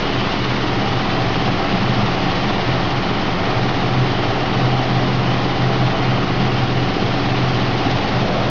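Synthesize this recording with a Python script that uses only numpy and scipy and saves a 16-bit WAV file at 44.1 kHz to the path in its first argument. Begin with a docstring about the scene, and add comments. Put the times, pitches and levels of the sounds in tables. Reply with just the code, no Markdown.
"""A droning, rattling clatter under a pulsing hiss: a nearly empty vibrating screen, close up in a workshop.
Its eccentric weights turn about 1000 times a minute; each turn thumps the steel box as it lifts, knocks
it as it lands and rattles the deck against its clamps, while a low tone near 127 Hz drones in uneven
swells. The woven wire mesh and a few crumbs on it chatter as the hiss.
The microphone moves over the trough and leans in over its near wall at the end."""
import sys
import numpy as np
from scipy import signal
from scipy.fft import rfft, irfft, next_fast_len
from scipy.io import wavfile
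from scipy.ndimage import uniform_filter1d

SR = 44100
rng = np.random.default_rng(int(sys.argv[2]) if len(sys.argv) > 2 else 0)


def transcribe(u):
    """Save the signal u as a 16-bit wav file named by the first command-line argument.

    u: samples, shape (n,) or (channels, n), limited to [-1, 1]; the rate is SR.
    q: integer samples, one column per channel.
    """
    v = np.clip(np.atleast_2d(u).T, -1, 1)
    q = np.round(v * 32767).astype(np.int16)
    wavfile.write(sys.argv[1], SR, q)


N = 374838

SHAFT_HZ = 16.599
HUM_BASE_HZ = SHAFT_HZ / 3
DRONE_MULTIPLE = 23   # of the hum's base
LANDING_TURN, LIFT_TURN = .67, .38   # shares of a turn
# the low drone's level, throbbing unevenly about three times a second: (time [s], level [dB])
DRONE_LEVEL = [(0.0, -40.5), (0.18, -21.5), (0.26, -41), (0.48, -24.5), (0.63, -29), (0.91, -27.5),
               (1.0, -24.5), (1.09, -35), (1.2, -23.5), (1.37, -30.5), (1.46, -21.5), (1.58, -38),
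               (1.9, -23), (2.36, -32.5), (2.48, -27.5), (2.58, -33.5), (2.72, -21.5), (2.88, -35),
               (2.97, -22.5), (3.04, -36), (3.29, -29), (3.44, -33), (3.59, -22.0), (3.82, -28),
               (4.0, -17.5), (4.12, -26), (4.47, -29), (4.6, -22), (4.65, -17.5), (4.86, -25.5),
               (4.97, -18), (5.07, -23.5), (5.18, -20.5), (5.44, -24), (5.55, -28), (5.64, -17.5),
               (5.74, -24), (5.84, -17.5), (5.95, -29), (6.11, -18.5), (6.24, -28), (6.41, -21.5),
               (6.75, -23), (6.83, -19.5), (6.94, -40), (7.04, -23.5), (7.23, -27), (7.4, -20.5),
               (7.66, -23.5), (7.85, -28.5), (7.95, -22), (8.02, -39), (8.18, -23), (8.22, -21),
               (8.27, -42), (8.34, -25), (8.41, -30), (8.49, -22.5)]


def from_db(db):
    """Decibels to amplitude."""
    return 10 ** (np.asarray(db) / 20)


def rms_one(x):
    """Scales a signal to rms 1."""
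    return x / np.sqrt(np.mean(x ** 2) + 1e-20)


def level_curve(rows):
    """A (time, level) table at every sample."""
    times, level_db = np.transpose(rows)
    return np.interp(np.arange(N) / SR, times, level_db)


def drift(rate_hz):
    """Smooth random wander with a spread of 1."""
    step, settle = 40, 2000
    pole = np.exp(-2 * np.pi * rate_hz * step / SR)
    noise = rng.standard_normal(N // step + settle + 2)
    slow = signal.lfilter([1], [1, -2 * pole, pole * pole], noise)[settle:]
    return np.interp(np.arange(N) / step, np.arange(len(slow)), rms_one(slow))


def coloured(x, spectrum):
    """Filters a sound by a (frequency, gain) table; rms 1."""
    size = next_fast_len(N)
    hz, gain_db = np.transpose(spectrum)
    bins_hz = np.maximum(np.arange(size // 2 + 1) * SR / size, 1)
    gain = from_db(np.interp(np.log(bins_hz), np.log(hz), gain_db))
    return rms_one(irfft(rfft(x, size) * gain, size)[:N])


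def resonate(x, modes):
    """Parallel resonances, each applied twice for steep flanks; a mode's level sets its power."""
    out = 0
    for hz, width_hz, level_db in modes:
        b, a = signal.iirpeak(hz, hz / (2 * width_hz), fs=SR)
        ring = signal.lfilter(b, a, signal.lfilter(b, a, x + 1e-18))
        out = out + from_db(level_db) / np.sqrt(width_hz) * ring
    return out


def clicks_at(times, sizes):
    """A train of clicks at the given seconds."""
    at = np.round(times * SR).astype(int)
    inside = (at >= 0) & (at < N)
    return np.bincount(at[inside], sizes[inside], N)


def tone(hz, wander_turns=0):
    """A sine of rms 1 whose phase may wander."""
    turns = hz * np.arange(N) / SR + rng.random() + wander_turns
    return np.sqrt(2) * np.sin(2 * np.pi * turns)


def stroke(crest_turn):
    """A cosine that crests at the given share of every shaft turn."""
    return np.cos(2 * np.pi * (SHAFT_HZ * np.arange(N) / SR - crest_turn))


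def shaken(modes, patchy_db, throb_db):
    """Irregular shaking rings the modes, shifted by throb_db at each landing; slow level evened to 1."""
    force = from_db(patchy_db * drift(32) + throb_db * stroke(LANDING_TURN))
    # neighbouring modes ring independently
    rings = sum(resonate(rng.standard_normal(N) * force, modes[first::2]) for first in range(2))
    return rings / np.sqrt(uniform_filter1d(rings ** 2, size=SR // 5) + 1e-20)


def knocking(tones, share, scatter_turns, waver_db, wander_turns):
    """One blow a turn: its harmonics crest nearly together, smeared by the steel and a little unsteady."""
    turns = SHAFT_HZ * np.arange(N) / SR - share
    out = 0
    for multiple, db in tones:
        lag = scatter_turns * rng.uniform(-0.96, 1) + wander_turns * drift(3)
        strength = from_db(db + waver_db * drift(4))
        out = out + strength * np.cos(2 * np.pi * (multiple * turns + lag))
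    return np.sqrt(2) * out


def workshop():
    """Room tone: the workshop's low murmur behind the machine."""
    # colour of the murmur: (frequency [Hz], gain [dB])
    spectrum = [(15, 2.5), (45, 2.5), (70, -6), (100, 6), (250, -4.5), (500, -3.5), (1000, -42.5)]
    return from_db(-35.5) * coloured(rng.standard_normal(N), spectrum)


def frame(waver_db, wander_turns):
    """Harmonics of the knocking that fall on a mode of the steel frame sing out, a little unsteadily."""
    # singing harmonics: (multiple of the shaft rate, level [dB])
    tones = [(53, -53.5), (55, -49), (60, -51.5), (61, -45.5), (64, -50.5), (66, -45), (67, -45),
             (71, -44.5), (74, -43), (76, -44), (84, -49.5), (109, -44.5)]
    out = 0
    for multiple, db in tones:
        strength = from_db(db + waver_db * drift(4))
        out = out + strength * tone(multiple * SHAFT_HZ, wander_turns * drift(6))
    return from_db(-1.3) * out


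def near_wall():
    """The trough's near wall rings, coming forward as the microphone leans in over it."""
    # the wall at the microphone: (time [s], level [dB])
    lean = [(0, -45.5), (7.6, -47), (8.0, -35), (8.2, -37), (8.35, -23.5), (8.5, -27.5)]
    # wall resonances: (frequency [Hz], width [Hz], level [dB])
    modes = [(498, 36, 0), (566, 50, -1), (611, 45, 4), (667, 16, -0.5), (710, 60, -3)]
    return from_db(level_curve(lean)) * shaken(modes, patchy_db=-1.5, throb_db=0.5)


def bumps():
    """Now and then the box lands harder, with a dull thud or a short knock."""
    # heavy landings: (time [s], peak [dB], pitch [Hz], width [Hz])
    landings = [(0.774, -16, 293, 30), (6.966, -16, 340, 160), (7.026, -8, 235, 150), (7.857, -16, 260, 25)]
    out = 0
    for time_s, peak_db, pitch_hz, width_hz in landings:
        thud = resonate(clicks_at(np.array([time_s]), np.ones(1)), [(pitch_hz, width_hz, 0)])
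        out = out + from_db(peak_db) * thud / np.abs(thud).max()
    return out


def drone_swell_db():
    """How far the drone stands above or below its average of the surrounding second."""
    level_db = level_curve(DRONE_LEVEL)
    return level_db - uniform_filter1d(level_db, size=SR)


def side_plates():
    """The side plates rumble, throbbing at each landing and swelling with the drone."""
    # plate resonances: (frequency [Hz], width [Hz], level [dB])
    modes = [(67.5, 12, -18.5), (85, 9.9, -14.5), (108.7, 3.7, -5), (111.3, 6, 4), (117.5, 2, -7)]
    # the plates' rumble: (time [s], level [dB])
    levels = [(0, -31.5), (1.0, -29), (1.9, -24.5), (2.4, -31), (3.4, -26.5), (4.0, -29), (5.0, -29.5),
              (6.3, -28), (7.3, -26.5), (8.5, -25.5)]
    strength = from_db(level_curve(levels) - 3.0 + 0.4 * drone_swell_db())
    return strength * shaken(modes, patchy_db=1.0, throb_db=3.5)


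def underside(beat_hz, crest_s, beat_db):
    """The underside thumps as the box lifts, and booms with a slow beat."""
    # harmonics of the thump: (multiple of the shaft rate, level [dB])
    tones = [(9, -45.5), (10, -37.5), (11, -41.5), (12, -34.5), (13, -38.5)]
    # underside resonances: (frequency [Hz], width [Hz], level [dB])
    modes = [(165, 5.4, -6), (177.4, 6.7, 1.5), (190, 3.5, -14), (199.5, 6.6, 1.5), (209, 14, -1)]
    # the boom: (time [s], level [dB])
    levels = [(0, -28), (.5, -29), (1.05, -30), (1.4, -30.5), (1.8, -24), (2.5, -27.5), (2.73, -34),
              (3.05, -23.5), (3.4, -32.5), (4.1, -31.5), (4.35, -39), (4.55, -27.5), (4.75, -34),
              (5.0, -27), (6.0, -33), (6.35, -23), (6.6, -33), (6.85, -35), (7.03, -32), (7.3, -38),
              (7.62, -28), (7.95, -29), (8.25, -24), (8.5, -31)]
    thumps = knocking(tones, LIFT_TURN, scatter_turns=0.1, waver_db=1.0, wander_turns=0.082)
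    beat = np.cos(2 * np.pi * beat_hz * (np.arange(N) / SR - crest_s))
    boom = shaken(modes, patchy_db=1.0, throb_db=0.1)
    return thumps + from_db(level_curve(levels) - 0.2 + beat_db * beat) * boom


def cross_beams():
    """The cross beams knock as the box lands, and rumble with its shaking."""
    # harmonics of the knock: (multiple of the shaft rate, level [dB])
    tones = [(15, -40), (16, -39), (17, -36.5), (18, -39), (19, -42.5), (20, -47.5), (21, -35), (22, -36),
             (23, -44), (24, -43), (26, -43.5), (27, -44), (30, -48)]
    # beam resonances: (frequency [Hz], width [Hz], level [dB])
    modes = [(255, 10, -3), (284.8, 12, -1), (304, 9.9, 0.5), (319, 19, -7.5), (353.7, 30, -7.5),
             (393, 23, -1.5), (412.1, 6.4, -4.5), (436.8, 14, -5.5)]
    # the beams' rumble: (time [s], level [dB])
    levels = [(0, -25), (3.0, -26), (4.2, -22), (4.8, -24.5), (7.8, -24), (8.5, -28)]
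    knocks = knocking(tones, LANDING_TURN, scatter_turns=0.21, waver_db=0.5, wander_turns=0.06)
    rumble = shaken(modes, patchy_db=0.8, throb_db=-0.2)
    return knocks + from_db(level_curve(levels) - 4.0) * rumble


def trough():
    """The steel trough under the microphone rings hollow and clangs at each landing."""
    # hollow resonances: (frequency [Hz], width [Hz], level [dB])
    modes = [(489.5, 26, -9), (547.6, 36, -4.5), (611.6, 20, -4), (663, 34, -2), (716.5, 34, 0),
             (755, 39.4, 1), (786, 38, -2.5), (822, 27, -6)]
    # harmonics of the clang: (multiple of the shaft rate, level against the ring [dB])
    tones = [(40, -13.5), (41, -19), (44, -14), (46, -14.5), (47, -13.5), (48, -12.5)]
    # the trough as the microphone moves over it: (time [s], level [dB])
    levels = [(0, -29.5), (.45, -34), (.8, -29), (1.4, -27.5), (2.0, -28.5), (2.45, -27.5), (3.2, -30.5),
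              (3.55, -26.5), (4.0, -29.5), (4.22, -26.5), (4.5, -27.5), (4.85, -26), (5.2, -29),
              (5.9, -26.5), (6.3, -29.5), (6.9, -29.5), (7.2, -27), (7.65, -28.5), (7.9, -26.5),
              (8.25, -26), (8.5, -35)]
    ring = shaken(modes, patchy_db=1.3, throb_db=0.0)
    clang = knocking(tones, LANDING_TURN, scatter_turns=0.25, waver_db=3.5, wander_turns=0.13)
    return from_db(level_curve(levels) - 0.3) * (ring + clang)


def hum(gain_db, waver_db):
    """The shaking box hums on low tones; the heavy sway is nearly steady, higher tones waver."""
    # tones of the box: (multiple of the hum's base, level [dB])
    tones = [(3, -27), (9, -54), (15, -37.5), (16, -46), (19, -39), (21, -42.5), (24, -41), (32, -34.5),
             (38, -42)]
    out = 0
    for multiple, db in tones:
        looseness = min(multiple / DRONE_MULTIPLE, 1)
        strength = from_db(db + gain_db + waver_db * looseness * drift(2.7))
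        out = out + strength * tone(multiple * HUM_BASE_HZ)
    return out


def mesh(ticks_per_s, spread_db, swing_db, flutter_db, flex_s):
    """Crossing wires and crumbs tick, hardest on the upstroke; flexing bends the wires' pitch."""
    # colour of the chatter: (frequency [Hz], gain [dB])
    spectrum = [(700, -8), (1500, -2), (2000, -2.5), (2500, -3), (2900, -0.5), (3700, -5), (4600, -7.5),
                (5300, -11), (6000, -20), (6500, -24.5), (7000, -41)]
    # wire resonances: (frequency [Hz], width [Hz], level [dB])
    modes = [(1946, 30, -2), (2887, 110, 0), (3056, 34, 2.5), (3210, 260, -3.5), (3680, 50, -8.5),
             (4060, 50, -7)]
    # the wires' ring against the hiss: (time [s], level [dB])
    ring_levels = [(0, -13), (.25, -12), (.6, -12), (1.0, -15), (1.14, -6), (1.3, -11.5), (2.0, -20),
                   (4.2, -12), (6.2, -11), (7.8, -19), (8.5, -24)]
    # the mesh, a little louder when the microphone is close: (time [s], level [dB])
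    nearness = [(0, -28), (1.2, -28), (2.3, -27.5), (3.2, -28.9), (5.3, -29), (6.8, -29), (7.4, -28),
                (7.9, -27.5), (8.5, -29.0)]
    t = np.arange(N) / SR
    chance = np.minimum(rng.exponential(1, N), 3)
    sizes = from_db(spread_db * chance + swing_db * stroke(crest_turn=.36) + flutter_db * drift(29))
    ticks = (rng.random(N) < ticks_per_s / SR) * sizes * rng.choice([-1, 1], N)
    wires = sum(np.interp(t + flex_s * drift(3.08), t, resonate(ticks, [mode])) for mode in modes)
    jangle = from_db(level_curve(ring_levels) - 0.5) * rms_one(wires)
    return from_db(level_curve(nearness) + 1.0) * (coloured(ticks, spectrum) + jangle)


def steel_ring(crack_t60, ring_t60, ring_db):
    """One contact's answer: a short crack, then the dense ring of frame and hall."""
    t = np.arange(SR // 2) / SR
    fade = from_db(-60 * t / crack_t60) + from_db(ring_db - 60 * t / ring_t60)
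    return rms_one(rng.standard_normal(len(t)) * fade)


def deck(uneven_db, slip_s, loose_s, rebound_db):
    """Each deck contact knocks once a turn, nearly on time, and rebounds more loosely on another spot."""
    # contacts with the clamps: (moment [share of a turn], strength [dB])
    contacts = [(.07, -2.5), (.14, -5.5), (.26, -3), (.46, -4.5), (.53, -2), (.61, -6.5), (.67, -3.5),
                (.81, -3), (.92, -7.5)]
    # colour of the clatter: (frequency [Hz], gain [dB])
    spectrum = [(200, -27.5), (350, -10), (480, -4), (560, -5.5), (670, -3.5), (770, -3), (900, -2),
                (1050, -2.5), (1200, -2.5), (1420, -6), (1620, -13.5), (1950, -8), (2500, -14), (4000, -54)]
    # the clatter: (time [s], level [dB])
    levels = [(0, -26), (1.0, -27), (2.0, -26), (3.1, -26.5), (3.5, -25), (3.9, -26.8), (5.0, -27),
              (6.3, -26.5), (6.8, -29), (7.2, -27.2), (8.5, -28)]
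    turns = np.arange(int(N / SR * SHAFT_HZ) + 2)
    out = 0
    for share, db in contacts:
        slip, delay, knock_size, rebound_size = rng.standard_normal((len(turns), 4)).T
        due_s = (turns + share) / SHAFT_HZ
        knocks = clicks_at(due_s + slip_s * slip, from_db(db + uneven_db * knock_size))
        rebound_s = due_s + loose_s * np.abs(delay)
        rebounds = clicks_at(rebound_s, from_db(db + rebound_db + uneven_db * rebound_size))
        for blows in (knocks, rebounds):
            ring = steel_ring(crack_t60=0.03, ring_t60=0.51, ring_db=-7)
            running = np.pad(blows, (len(ring) - 1, 0), "wrap")   # the frame is already ringing
            out = out + signal.oaconvolve(running, ring, "valid")
    return from_db(level_curve(levels)) * coloured(out, spectrum)


def drone(gain_db, swell, wander_turns):
    """A low tone near 127 Hz drones in uneven swells, its phase wandering; swell deepens the throb."""
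    strength = from_db(level_curve(DRONE_LEVEL) + gain_db + swell * drone_swell_db())
    return strength * tone(DRONE_MULTIPLE * HUM_BASE_HZ, wander_turns * drift(0.85))


def scene():
    """One close microphone: the box's hum and rumble, deck clatter and mesh hiss over the room tone."""
    tones = hum(gain_db=0.5, waver_db=2.0) + drone(gain_db=0.5, swell=0.14, wander_turns=0.097)
    rumble = underside(beat_hz=3.195, crest_s=.18, beat_db=1.2) + cross_beams() + side_plates()
    steel = frame(waver_db=1.5, wander_turns=0.11) + trough() + near_wall()
    clatter = deck(uneven_db=1.0, slip_s=.00014, loose_s=.014, rebound_db=0.5)
    hiss = mesh(ticks_per_s=11000, spread_db=0.45, swing_db=0.85, flutter_db=0.53, flex_s=.00012)
    return (workshop() + tones + rumble + steel + bumps() + clatter + hiss)[None]


def record(dry):
    """A steep low-pass cuts the top."""
    cutoff_hz = 7250
    return signal.sosfilt(signal.ellip(12, .1, 90, CUTOFF_HZ := cutoff_hz, fs=SR, output="sos"), dry)


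dry = scene()
out = record(dry)
transcribe(out)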